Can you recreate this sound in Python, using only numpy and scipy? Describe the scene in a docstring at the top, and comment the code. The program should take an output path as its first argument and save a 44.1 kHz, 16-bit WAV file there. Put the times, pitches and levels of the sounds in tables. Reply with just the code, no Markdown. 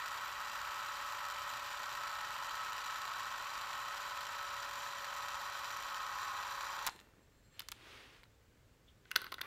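"""A spring-driven movie camera runs empty, door open, over a bed in a small room with a faint hum.
Its gears whir through the case and slowly lose speed; near the end the film claw briefly catches.
The quilt rustles, a thin whistle falls away and the stop catches with a clack, ringing the release spring.
The trigger squeaks and clicks back, and the hand slides off the grip.
A fingertip brushes the spool; lifted, it scrapes along its spindle and knocks in its chamber."""
import sys
import numpy as np
from scipy import signal
from scipy.fft import rfft, irfft
from scipy.io import wavfile

SR = 44100
rng = np.random.default_rng(int(sys.argv[2]) if len(sys.argv) > 2 else 0)


def bounce(signal):
    """Save signal as a 16-bit WAV file at the path given by the first command-line argument."""
    frames = np.transpose(np.atleast_2d(signal))
    limited = np.clip(frames, -1, 1)
    pcm = np.round(limited * 32767).astype(np.int16)
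    wavfile.write(sys.argv[1], SR, pcm)


N = 417186
TIME = np.arange(N) / SR
STOP_S = 6.872
TEETH_PER_FRAME = 12


def from_db(db):
    """Decibels to gain."""
    return 10 ** (np.asarray(db) / 20)


def rms_one(x):
    """Scale to unit power."""
    return x / np.sqrt(np.mean(x ** 2) + 1e-20)


def between(first, last, share):
    """Linear blend, share 0-1."""
    return first + (last - first) * share


def drift(rate_hz):
    """Smooth random wander, unit power."""
    knots = rng.standard_normal(4000)
    return rms_one(np.interp(TIME * rate_hz, np.arange(len(knots)), knots))


def tone(hz, waver_hz):
    """Unit-power sine of wavering pitch."""
    return np.sqrt(2) * np.sin(2 * np.pi * np.cumsum(hz + waver_hz * drift(300)) / SR)


def swells(strokes):
    """Gain of strokes with Gaussian rise and fall."""
    return sum(from_db(db) * np.exp(-((TIME - peak_s) / np.where(TIME < peak_s, rise_s, fall_s)) ** 2)
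               for peak_s, rise_s, fall_s, db in strokes)


def cut(x, hz, kind, order=2):
    """Butterworth low- or high-pass."""
    return signal.sosfilt(signal.butter(order, hz, kind, fs=SR, output="sos"), x + 1e-18)


def split(x, edges_hz):
    """Crossover into bands, low to high."""
    bands = []
    for hz in edges_hz:
        bands.append(cut(cut(x, hz, "low"), hz, "low"))
        x = cut(cut(x, hz, "high"), hz, "high")
    return bands + [x]


def lift(x, hz, width_hz, db):
    """Raise or lower one resonance over time."""
    return x + (from_db(db) - 1) * signal.lfilter(*signal.iirpeak(hz, hz / width_hz, fs=SR), x)


def even(x, softness):
    """Flatten chance peaks and holes in a spectrum."""
    spectrum = rfft(x)
    return irfft(spectrum / (np.abs(spectrum) + softness * np.abs(spectrum).mean()), len(x))


def body(x, slope, modes=(), size=8192):
    """Minimum-phase filter from a slope and resonances; keeps the power of white noise."""
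    hz = np.maximum(np.arange(size // 2 + 1) * SR / size, 1)
    slope_hz, slope_db = np.transpose(slope)
    db = np.interp(np.log(hz), np.log(slope_hz), slope_db)
    for centre_hz, width_hz, peak_db in modes:
        db = db + peak_db / (1 + (2 * (hz - centre_hz) / width_hz) ** 2)
    cepstrum = irfft(np.log(from_db(db)))
    cepstrum[1:size // 2] *= 2
    cepstrum[size // 2 + 1:] = 0
    response = irfft(np.exp(rfft(cepstrum)))
    return signal.oaconvolve(x, response / np.linalg.norm(response))[:len(x)]


def room_tone(air_db=-67):
    """Still air: low noise and two hum lines."""
    # air spectrum: (frequency [Hz], gain [dB])
    colour = [(12, -63), (20, -8), (43, -4.5), (98, -8), (138, -11), (168, -14), (285, -15.5), (328, -18.5),
              (472, -17), (718, -25.5), (1570, -25.5), (5680, -35), (7520, -34), (9400, -42), (16000, -40)]
    # hum: (frequency [Hz], level [dB])
    lines = [(50, -89), (111, -78)]
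    air = rms_one(cut(body(rng.standard_normal(N), colour), 27, "high", order=4))
    return from_db(air_db) * air + sum(from_db(db) * tone(hz, waver_hz=3.96) for hz, db in lines)


def gear_rattle(frames, jitter_s=0.00007, uneven=0.45, per_frame=260):
    """The same small contacts recur each film frame, varying in timing and force."""
    sizes = even(rng.standard_normal(per_frame), softness=0.1)
    places = np.arange(int(frames[-1]))[:, None] + np.arange(per_frame) / per_frame
    hit_s = np.interp(places, frames, TIME) + jitter_s * rng.standard_normal(places.shape)
    force = sizes * (1 + uneven * rng.standard_normal(places.shape))
    hit_samples = np.clip(hit_s * SR, 0, N - 1).astype(int)
    rattle = rms_one(np.bincount(hit_samples.ravel(), force.ravel(), N))
    return cut(cut(rattle, 3950, "low"), 720, "high", order=4)


def tooth_ticks(teeth, decay_s=0.0026, pattern_db=-2, uneven_db=4, pull_db=0.4):
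    """Each tooth scratches as it meshes, some always harder; the claw pulls twice a frame."""
    tooth = teeth.astype(int)
    pattern = rng.permutation(np.linspace(-1, 1, TEETH_PER_FRAME))
    force_db = pattern_db * pattern[tooth % TEETH_PER_FRAME]
    force_db += uneven_db * rng.uniform(-1, 1, N)[tooth]
    force_db -= pull_db * np.cos(2 * np.pi * 2 * tooth / TEETH_PER_FRAME)
    age_s = (teeth % 1) / np.gradient(teeth) / SR
    ticks = rms_one(from_db(force_db) * np.exp(-age_s / decay_s) * rng.standard_normal(N))
    return cut(ticks, 5900, "high", order=1)


def claw(frames, decay_s=0.0045, knock_db=0.5, catch_db=11, catch_at_s=6.226, settle_s=0.16):
    """The film claw strikes the end of its stroke once a frame; for a few frames it catches harder."""
    stroke = (frames - np.interp(catch_at_s, TIME, frames)) % 1
    age_s = stroke / np.gradient(frames) / SR
    catch = (TIME >= catch_at_s) * np.exp(-((TIME - catch_at_s) / settle_s) ** 2)
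    force = between(from_db(knock_db), from_db(catch_db), catch)
    return force * np.exp(-age_s / decay_s) * cut(rng.standard_normal(N), 3000, "low", order=1)


def train_load(frames):
    """Gain of the whir as the shutter cam and out-of-true wheels load the train."""
    # cam beats: (place in frame [0-1], length [frames], gain [dB])
    beats = [(.01, .045, 2.6), (.19, .04, 1.4), (.56, .06, 1.2)]
    # wheel throb: (rate [turns/frame], depth [dB])
    throbs = [(2.73, .6), (3.08, .8), (11, .8)]
    cam_db = sum(db * np.exp(-(((frames - place + 0.5) % 1 - 0.5) / length) ** 2)
                 for place, length, db in beats)
    throb_db = sum(db * np.cos(2 * np.pi * turns * frames) for turns, db in throbs)
    return rms_one(from_db(cam_db + throb_db))


def small_parts(force, t60_s=0.022, ring_db=-7.5):
    """Wheels, pins and plates add a short metallic hiss to each jolt."""
    retained = from_db(-60 / (t60_s * SR)) ** 2
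    energy = signal.lfilter([1 - retained], [1, -retained], force ** 2)
    return force + from_db(ring_db) * np.sqrt(energy) * cut(rng.standard_normal(N), 2200, "high")


def camera_case(force, spent, tight):
    """The ring moves from side panel to film chamber as the spring unwinds; tight mesh damps the chamber."""
    # case response: (frequency [Hz], gain [dB])
    slope = [(200, -37.5), (350, -26), (480, -22.5), (720, -17.5), (900, -9.5), (1400, -11.5),
             (2200, -19.5), (4000, -20), (6500, -29), (9000, -37), (11000, -37), (14900, -35.5),
             (15700, -54)]
    # steady resonances: (frequency [Hz], width [Hz], gain [dB])
    modes = [(635, 25, 0.5), (1000, 122, 3.5), (1115, 52, 3.5), (1188, 20, -4.5), (1302, 103, 6.5),
             (1440, 35, 4.5), (1523, 48, 4.5), (1710, 76, -3), (1887, 290, 6.5), (2084, 77, -10),
             (2390, 1250, 4), (3088, 214, 4.5), (4020, 310, 7.5), (4260, 87, -6.5), (4545, 160, 5),
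             (4940, 94, 5.5), (3600, 310, -0.5), (5720, 310, 4.5), (7080, 350, 8), (7690, 1140, 7),
             (13400, 640, 4.5)]
    # shifting resonances: (frequency [Hz], width [Hz], wound [dB], halfway [dB], spent [dB])
    shifting_modes = [(2020, 530, 0, -1, -1.5), (2900, 210, -1.5, 0, -7), (4020, 390, -3, -1, -2),
                      (5900, 340, 2, 3, 5.5), (7340, 300, -2, 0, 0.5), (8000, 450, 2, 0, -4),
                      (13400, 1000, 5.5, 3.5, 3.5)]
    chamber_db = between(1.5, -4.5, tight) + 8.5 * spent
    panel_db = between(2.5, -3, spent)
    whir = rms_one(body(force, slope, modes))
    whir = lift(whir, hz=1086, width_hz=46, db=chamber_db)
    whir = lift(whir, hz=1295, width_hz=130, db=panel_db)
    for hz, width_hz, *stages_db in shifting_modes:
        whir = lift(whir, hz, width_hz, np.interp(TIME, [0, STOP_S / 2, STOP_S], stages_db))
    return whir


def gear_tones(frames, orders, flutter_rad, waver_db):
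    """Lines locked to the frame rate; play in the gears shakes their level and phase."""
    out = np.zeros(N)
    for cycles, db in orders:
        gain = from_db(db + waver_db * drift(5))
        phase = 2 * np.pi * (cycles * frames + rng.random()) + flutter_rad * drift(10)
        out += gain * np.sqrt(2) * np.sin(phase)
    return out


def motor(wound_teeth_hz=203.1, sag_hz=5, wheel_turn_s=3.07, loosest_at_s=0.023):
    """The spring drives a slowing gear train, which whirs, hums and whines until the stop."""
    # one gear's hum and side tones: (order [cycles/frame], gain [dB])
    hum_orders = [(33, -7), (34, -2.5), (35, -7), (36, -14)]
    # whine of the faster gears: (order [cycles/frame], gain [dB])
    whine_orders = [(50, -3), (54, -2), (60, 2), (61, -1), (64, 1), (66, -2), (67, -1), (75, 2), (76, 3),
                    (77, 2), (78, 2), (91, -3), (108, -4), (110, -6)]
    spent = np.minimum(TIME / STOP_S, 1) ** 2  # the spring weakens ever faster
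    # a slow, out-of-true wheel tightens the mesh once a turn
    tight = np.abs(np.sin(np.pi * (TIME - loosest_at_s) / wheel_turn_s)) ** 0.75
    teeth = np.cumsum(wound_teeth_hz - sag_hz * spent) / SR
    frames = teeth / TEETH_PER_FRAME
    governor_friction = from_db(-4.5) * rng.standard_normal(N)
    gears = cut(gear_rattle(frames) + governor_friction + claw(frames), 4650, "low", order=1)
    force = train_load(frames) * (gears + from_db(2) * tooth_ticks(teeth))
    whir = from_db(-44) * camera_case(small_parts(force), spent, tight)
    hum_db = between(-69, -61.5, tight) - 0.5 * spent
    hum = from_db(hum_db) * gear_tones(frames, hum_orders, flutter_rad=0.18, waver_db=0.4)
    whine = from_db(-64) * gear_tones(frames, whine_orders, flutter_rad=0.55, waver_db=3.5)
    running = np.exp(-np.maximum(TIME - STOP_S, 0) / 0.0065)
    return (whir + hum + whine) * running


def rub(strokes, colour, grain_db):
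    """Sliding contact: dense, uneven micro-slips under each stroke."""
    slips = rng.standard_normal(N) * from_db(grain_db * drift(400))
    return swells(strokes) * rms_one(body(slips, colour))


def quilt():
    """Cloth rustles as the camera is lowered, then let go."""
    # rustles: (peak [s], rise [s], fall [s], level [dB])
    strokes = [(6.97, 0.37, 0.22, -66), (8.0, 0.32, 0.16, -67.5)]
    # cloth spectrum: (frequency [Hz], gain [dB])
    colour = [(20, -22), (55, 0.5), (150, -24), (330, -6), (700, -14.5), (2000, -20), (6000, -38),
              (16000, -57)]
    return rub(strokes, colour, grain_db=6)


def whistle(top_hz=15100, drop_hz=1350, drop_at_s=7.0, doubling_s=0.08):
    """A thin whistle around the stop, falling ever faster."""
    # swells: (peak [s], rise [s], fall [s], level [dB])
    strokes = [(6.8, .1, .05, -79), (7.01, .12, .085, -83.5)]
    hz = np.maximum(top_hz - drop_hz * 2 ** ((TIME - drop_at_s) / doubling_s), 0)
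    return swells(strokes) * from_db(3 * drift(90)) * tone(hz, waver_hz=70)


def contacts(hits, slope, modes, crunch_s, crack, size=4096):
    """A crack and short crunch ring a part; the spot struck favours one pitch and damps another."""
    # band edges: (body to ring [Hz], ring to snap [Hz])
    edges_hz = [2200, 7000]
    out = np.zeros(N + size)
    age_s = np.arange(size) / SR
    attack = age_s < 0.008
    touching = np.exp(-(age_s / 0.014) ** 2)
    pressure = crack * np.exp(-age_s / 0.0004) + np.exp(-age_s / crunch_s)
    for time_s, *bands_db, favoured_hz, damped_hz, contrast_db in hits:
        force = touching * even(rng.standard_normal(size) * pressure, softness=0.4)
        spot = [(favoured_hz, 0.2 * favoured_hz, contrast_db), (damped_hz, 0.35 * damped_hz, -contrast_db)]
        knock = body(force, slope, list(modes) + spot)
        start = int(time_s * SR)
        for band, db in zip(split(knock, edges_hz), bands_db):
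            out[start:start + size] += from_db(db) * band / np.std(band[attack])
    return out[:N]


def latch():
    """The stop clacks home; trigger and grip click after it."""
    # contacts: (time [s], body gain [dB], ring gain [dB], snap gain [dB],
    # favoured [Hz], damped [Hz], contrast [dB])
    hits = [(6.8658, -44, -43, -36.5, 13900, 5300, 6), (6.8688, -39, -49, -38, 3900, 1380, 4),
            (6.8738, -36.5, -36.5, -41, 4700, 2850, 4), (6.8801, -39, -47, -50, 1590, 5400, 3),
            (6.8879, -37, -53, -66, 860, 1820, 7), (6.8945, -64, -48, -62, 980, 3350, 12),
            (6.961, -70, -61, -65, 860, 4710, 7), (6.991, -65, -57, -86, 1900, 6500, 7),
            (7.0005, -70, -59, -67, 7590, 4400, 5), (7.012, -72, -65, -73, 1940, 4400, 7),
            (7.5935, -67, -43.5, -66, 3060, 7090, 7), (7.5952, -72, -51, -42.5, 3570, 7140, 18),
            (7.604, -53, -45, -56, 5040, 4110, 6), (7.619, -59, -59, -59, 1290, 980, 10),
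            (7.6862, -52, -47.5, -47, 6190, 860, 7), (7.7174, -51, -55, -44, 3170, 980, 11),
            (7.7213, -53, -45, -56, 9970, 7090, 7), (8.233, -61, -62, -70, 2230, 6620, 12),
            (8.238, -74, -62, -76, 4400, 7000, 9), (8.254, -69, -75, -90, 1350, 4400, 13)]
    # latch response: (frequency [Hz], gain [dB])
    slope = [(150, -4), (550, -8), (950, 8), (2200, 8), (4500, 4), (8000, -10.5), (10000, -16.5),
             (13000, -17), (16000, -20)]
    # resonances: (frequency [Hz], width [Hz], gain [dB])
    modes = [(1020, 880, 8.1), (1430, 160, 3.6), (1770, 66, 3.1), (3540, 310, 2.7), (3960, 98, 4.3),
             (7100, 570, 4.5), (11600, 900, 4.4), (13200, 700, 5.5)]
    return from_db(-3) * contacts(hits, slope, modes, crunch_s=0.0024, crack=1.1)


def release_spring():
    """Rings when the stop catches, squeaks as the trigger is eased back."""
    # spring modes: (frequency [Hz], squeak gain [dB], struck level [dB], t60 [s])
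    modes = [(1795, -4, -68, .8), (2710, -16, -72, .8), (4199, 1, -62.5, .38), (7548, 1.5, -72, .5),
             (11606, -12, -90, .3), (14443, -15, -92, .3)]
    # squeaks: (peak [s], rise [s], fall [s], level [dB])
    strokes = [(7.24, .04, .04, -90), (7.335, .03, .03, -85), (7.395, .02, .02, -85),
               (7.465, .025, .03, -81), (7.545, .03, .03, -79.5)]
    easing = swells(strokes)
    out = np.zeros(N)
    for hz, squeak_db, struck_db, t60_s in modes:
        struck = (TIME > STOP_S) * from_db(struck_db - 60 * np.abs(TIME - STOP_S) / t60_s)
        squeak = easing * from_db(squeak_db + 3.5 * drift(55))
        out += (struck + squeak) * tone(hz, waver_hz=30)
    return out


def hand():
    """Skin slides on trigger and grip."""
    # slides: (peak [s], rise [s], fall [s], level [dB])
    strokes = [(7.61, 0.073, 0.042, -65), (7.95, 0.17, 0.16, -56.5), (8.17, .06, 0.05, -67.5),
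               (9.08, .03, .04, -70)]
    # skin spectrum: (frequency [Hz], gain [dB])
    colour = [(150, -30), (250, -10), (421, -6), (460, -9), (557, -7), (597, -11), (735, -9.5),
              (1280, -4.5), (3120, -5), (7980, -23.5), (16000, -32)]
    return rub(strokes, colour, grain_db=0.5)


def fingertip():
    """A fingertip brushes the spool."""
    # brush: (peak [s], rise [s], fall [s], level [dB])
    strokes = [(8.888, 0.013, 0.026, -68)]
    # brush spectrum: (frequency [Hz], gain [dB])
    colour = [(500, -30), (2700, -12), (3400, 5), (4100, -16), (9000, -35)]
    return rub(strokes, colour, grain_db=-1)


def spool():
    """The lifted spool knocks on spindle and chamber and scrapes along the spindle."""
    # contacts: (time [s], body gain [dB], ring gain [dB], snap gain [dB],
    # favoured [Hz], damped [Hz], contrast [dB])
    hits = [(9.054, -58, -62, -85, 3380, 1290, 12), (9.108, -56, -52, -73, 6620, 4400, 15),
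            (9.1143, -63, -32, -42, 2650, 4180, 8), (9.1565, -38, -33, -56, 7590, 1130, 4),
            (9.1602, -30, -20, -29, 4520, 2340, 5), (9.165, -34, -47, -39, 12280, 2230, 5),
            (9.173, -48, -47, -51, 7090, 1380, 13), (9.217, -47, -53, -45, 13500, 1500, 7),
            (9.2205, -41, -58, -68, 4200, 1940, 11), (9.2428, -43, -44.5, -49, 12280, 9310, 18),
            (9.2663, -45, -45, -72, 4400, 2930, 6), (9.3198, -44, -44, -49, 12280, 1380, 15),
            (9.3232, -37, -41.5, -49, 1140, 1600, 9), (9.3418, -44, -40, -46, 3720, 1700, 12),
            (9.3826, -42.5, -54, -64, 2000, 1400, 2), (9.3906, -45, -51, -82, 1900, 1400, 8),
            (9.408, -40, -65, -72, 1600, 2230, 3), (9.4126, -50, -46, -41, 12280, 1500, 7),
            (9.4145, -39, -33, -46, 3700, 1400, 10)]
    # spool response: (frequency [Hz], gain [dB])
    slope = [(150, -30), (330, -3.5), (550, -2.5), (750, -8), (1100, -4), (2500, -5), (4800, -13),
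             (7500, -28), (11000, -28.5), (16000, -26.5)]
    # resonances: (frequency [Hz], width [Hz], gain [dB])
    modes = [(1060, 120, 11), (1323, 170, 11), (1516, 240, 18), (2020, 330, 10), (2800, 180, 5.6),
             (3450, 180, 4.2), (4160, 470, 6.1), (4740, 460, 5.8), (6000, 230, 8.9), (9900, 580, 8.3),
             (12100, 530, 10), (13600, 550, 6)]
    # scrapes: (peak [s], rise [s], fall [s], level [dB])
    strokes = [(9.135, 0.021, 0.017, -60), (9.19, .02, 0.025, -54.5), (9.26, .018, 0.026, -54),
               (9.33, 0.012, .025, -59), (9.44, 0.012, .05, -50.5)]
    # scrape spectrum: (frequency [Hz], gain [dB])
    colour = [(150, -14), (420, -2.5), (720, -14), (1050, 4), (1350, 2), (1900, -1), (2800, -9),
              (4200, -18), (5500, -20), (7500, -35), (12500, -23), (16000, -28)]
    knocks = from_db(-7) * contacts(hits, slope, modes, crunch_s=0.0023, crack=0.28)
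    return knocks + rub(strokes, colour, grain_db=1)


def reverb(x, t60_s=0.44, build_s=0.0084, wet_db=-18.5, size=32768):
    """Diffuse tail that builds as the sound reaches the walls."""
    # room response: (frequency [Hz], gain [dB])
    colour = [(150, -4.5), (500, 6), (1000, -4.5), (1800, -2), (3800, -2), (5500, -10), (9000, -1),
              (12000, -10), (15000, -12)]
    age_s = np.arange(size) / SR
    envelope = from_db(-60 * age_s / t60_s) * np.clip(age_s / build_s, 0, 1) ** 2
    tail = envelope * rng.standard_normal(size)
    tail = body(tail / np.linalg.norm(tail), colour)
    return from_db(wet_db) * signal.oaconvolve(x, tail)[:N]


def scene():
    """Camera and hands up close in a quiet room; mono."""
    near = motor() + quilt() + whistle() + latch() + release_spring() + hand() + fingertip() + spool()
    return (room_tone() + near + reverb(near))[None]


def record(dry):
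    """Steep elliptic low-pass."""
    cutoff_hz = 15750
    return signal.sosfilt(signal.ellip(10, 0.2, 80, cutoff_hz, fs=SR, output="sos"), dry)


dry = scene()
out = record(dry)
bounce(out)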